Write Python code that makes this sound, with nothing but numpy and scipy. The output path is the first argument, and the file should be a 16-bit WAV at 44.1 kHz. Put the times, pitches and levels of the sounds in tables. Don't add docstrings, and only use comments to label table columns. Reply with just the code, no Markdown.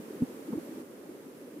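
import sys
import numpy as np
from scipy import signal
from scipy.fft import rfft, irfft, next_fast_len
from scipy.io import wavfile
from scipy.ndimage import uniform_filter1d, map_coordinates

SR = 44100
rng = np.random.default_rng(int(sys.argv[2]) if len(sys.argv) > 2 else 0)


def decibels_to_gain(level_db):
    exponent = np.asarray(level_db, float) / 20
    return 10 ** exponent


def dump(signal):
    limited = np.clip(np.atleast_2d(signal).T, -1, 1)
    pcm = np.round(limited * 32767).astype(np.int16)
    wavfile.write(sys.argv[1], SR, pcm)


N = 70560

# time in seconds, level in dB.
FLOW = [(0, -45.5), (.4, -44.5), (.8, -45), (1.2, -45), (1.6, -43)]
# frequency in Hz, density in dB per Hz.
RUSH_SPECTRUM = [(25, -11), (90, -21), (190, -8), (255, 1), (330, -1.5), (560, -7), (700, -23.5),
                 (1200, -43.5)]
# frequency in Hz, left-right likeness from -1 to 1.
RUSH_ALIKE = [(60, 1), (130, 0.77), (290, 0.95), (640, 0.66), (900, 0.17)]
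# highest crest in seconds, peak in dB, pitch in Hz, rise and fall in seconds.
BUMPS = [(.001, -34, 240, .002, .006), (.085, -36, 330, .004, .007), (.1078, -35, 400, .007, .005),
         (.2105, -30, 250, .007, .008), (.2233, -21, 253, .0058, .004), (.2312, -20.5, 253, .008, .0085),
         (.2245, -36, 435, .004, .012), (.4912, -29, 295, .012, .006), (.5075, -31, 250, .008, .003),
         (.5225, -33, 235, .007, .006), (.5353, -26, 226, .01, .004), (.5395, -31, 450, .005, .008),
         (.557, -29, 300, .008, .009), (.583, -26, 312, .01, .007), (.6935, -36, 270, .003, .006),
         (.713, -37, 320, .007, .004), (.7222, -39, 280, .003, .006), (.7825, -38, 300, .003, .007),
         (.801, -38, 300, .004, .005), (1.097, -35.5, 340, .009, .007), (1.481, -36, 480, .006, .006),
         (1.574, -34, 300, .012, .006), (1.265, -37, 270, .008, .01)]
# start in seconds, thump level in dB, shell ring level in dB.
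CONTACTS = [
    (.2216, -29, -38),
    (.5268, -45, -33),
    (.568, -42, -50),
]
# frequency in Hz, level in dB, 60 dB decay in seconds.
THUMP_MODES = [(98, -2, 0.063), (130, -0.5, 0.064), (168, 4.5, 0.063)]
# frequency in Hz, level in dB, 60 dB decay in seconds.
SHELL_MODES = [(915, 0, .045), (1050, -2, .04), (780, -5, .035), (1180, -8, .03)]
# frequency in Hz, density in dB per Hz.
HISS_SPECTRUM = [(440, -36), (750, 0.5), (950, -1.5), (1900, -7), (3900, -15.5), (7000, -15.5),
                 (11600, -13), (15000, -16.5)]
# frequency in Hz, left-right likeness from -1 to 1.
HISS_ALIKE = [(750, -0.18), (1400, 0.059), (5000, -0.14)]
# frequency in Hz, level in dB rms.
WHINES = [(11329, -81), (12000, -88), (12546, -88)]

RUSH_PAN_DB, BUMP_PAN_DB, THUMP_PAN_DB, HISS_PAN_DB = -1.1, -.7, -6, -1.5
GURGLE_DB, GURGLE_HZ, GURGLE_SPREAD = -7, 337.8, 0.282
GURGLE_CYCLES, GURGLE_SIZES_DB, GURGLE_RISE = 2.5, 1.5, 0.098
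ROCK_DB, ROCK_LATE_S = -14, .004
THUMP_RISE_S, SHELL_RISE_S = .0015, .002
SHELL_LEFT = -.15
HISS_DB = -54
STEP_S, STEP_DB, STEP_TAKES_S = .82, -3.4, .015
LOW_CUT_HZ, TOP_HZ, TOP_FADE_HZ = 92, 15480, 170


def unit(x):
    return x / np.sqrt(np.mean(x ** 2) + 1e-20)


def along(points, hz):
    f, v = np.transpose(points)
    return np.interp(np.log(hz + 1), np.log(f + 1), v)


def wobble(rate):
    knots = rng.standard_normal(int(N * rate / SR) + 4)
    return map_coordinates(knots, [np.arange(N) * rate / SR])


def pan(db):
    return decibels_to_gain(np.array([[db / 2], [-db / 2]]))


def noise(spectrum, alike, patchy_db):
    z = signal.stft(rng.standard_normal((2, N)), nperseg=1024)[2]
    field = uniform_filter1d(rng.standard_normal(z.shape[1:]), size=5, axis=0)
    field = uniform_filter1d(field, size=4, axis=1)
    pair = signal.istft(z * decibels_to_gain(patchy_db * unit(field)), nperseg=1024)[1][:, :N]
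    m = next_fast_len(N + 8192)
    hz = np.fft.rfftfreq(m, 1 / SR)
    turn = np.arccos(np.clip(along(alike, hz), -1, 1)) / 2
    coloured = rfft(pair, m) * decibels_to_gain(along(spectrum, hz))
    mid, side = irfft(coloured * [np.cos(turn), np.sin(turn)], m)[:, :N]
    return unit(np.array([mid + side, mid - side]))


def current():
    flow_db = np.interp(np.arange(N) / SR, *np.transpose(FLOW))
    flow_db = flow_db + 0.35 * wobble(6.3) + 0.72 * wobble(29.94)
    rush = noise(RUSH_SPECTRUM, RUSH_ALIKE, patchy_db=0.83)
    water = unit(rush + decibels_to_gain(GURGLE_DB) * gurgles(count=600))
    return pan(RUSH_PAN_DB) * decibels_to_gain(flow_db) * water


def gurgles(count):
    u, g = rng.random((count, 2)), rng.standard_normal((count, 2))
    hz = GURGLE_HZ * np.exp(GURGLE_SPREAD * np.clip(g[:, :1], -1.6, 1.8))
    age = np.arange(2048) / SR * hz / GURGLE_CYCLES
    phase = 2 * np.pi * GURGLE_CYCLES * age * (1 + GURGLE_RISE * age)
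    wave = age * np.exp(-2 * age) * np.sin(phase)
    wave *= decibels_to_gain(GURGLE_SIZES_DB * u[:, 1:])
    start = (u[:, :1] * N).astype(int)
    at = (start + np.arange(2048)).ravel() % N
    lean_db = 1.1 * g[:, 1:]
    sides = [np.bincount(at, (wave * decibels_to_gain(sign * lean_db)).ravel(), N) for sign in (1, -1)]
    return unit(np.array(sides))


def contacts():
    t = np.arange(N) / SR
    thump = sum(decibels_to_gain(low) * ring(THUMP_MODES, t - s, THUMP_RISE_S) for s, low, _ in CONTACTS)
    shell = sum(decibels_to_gain(high) * ring(SHELL_MODES, t - s, SHELL_RISE_S) for s, _, high in CONTACTS)
    return pan(THUMP_PAN_DB) * thump + np.array([[SHELL_LEFT], [1]]) * shell


def ring(modes, t, rise):
    t = np.maximum(t, 0)
    tone = sum(decibels_to_gain(db - 60 * t / t60) * np.sin(2 * np.pi * hz * t) for hz, db, t60 in modes)
    return tone * (1 - np.exp(-t / rise))


def bumps():
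    s, db, hz, rise, fall = np.transpose(BUMPS)[..., None]
    chance = rng.random((len(BUMPS), 2))
    t = np.arange(N) / SR - s

    def shape(t):
        swell = np.cos(np.pi / 2 * np.clip(t / rise, -1, 0))
        return decibels_to_gain(db) * np.where(t < 0, swell, np.exp(-(t / fall) ** 2))

    push = shape(t) * np.cos(2 * np.pi * hz * t)
    rock_gain = decibels_to_gain(ROCK_DB + 4 * (chance[:, :1] - 1.0))
    rock = rock_gain * shape(t - ROCK_LATE_S) * np.cos(2 * np.pi * (hz * t + chance[:, 1:]))
    return pan(BUMP_PAN_DB) * push.sum(0) + [[1], [-1]] * rock.sum(0)


def electronics():
    t = np.arange(N) / SR
    whine = 0
    for hz, db in WHINES:
        level = np.sqrt(2) * decibels_to_gain(db + 4.0 * wobble(13))
        whine = whine + level * np.sin(2 * np.pi * hz * t + 0.69 * wobble(15))
    hiss = decibels_to_gain(HISS_DB + 0.13 * wobble(5.8)) * noise(HISS_SPECTRUM, HISS_ALIKE, patchy_db=0.3)
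    return pan(HISS_PAN_DB) * hiss + whine


def scene():
    return current() + contacts() + bumps() + electronics()


def top_cut(x):
    return signal.sosfilt(signal.butter(12, 15930, fs=SR, output="sos"), x)


def record(dry):
    progress = np.clip((np.arange(N) / SR - STEP_S) / STEP_TAKES_S + .5, 0, 1)
    m = next_fast_len(N + 8192)
    hz = np.fft.rfftfreq(m, 1 / SR) + 1e-3
    low_cut = 1 / np.sqrt(1 + (LOW_CUT_HZ / hz) ** 6)
    band = low_cut / (1 + np.exp((hz - TOP_HZ) / TOP_FADE_HZ))
    mix = irfft(rfft(dry * decibels_to_gain(STEP_DB * progress), m) * band, m)[:, :N]
    return top_cut(mix)


dry = scene()
out = record(dry)
dump(out)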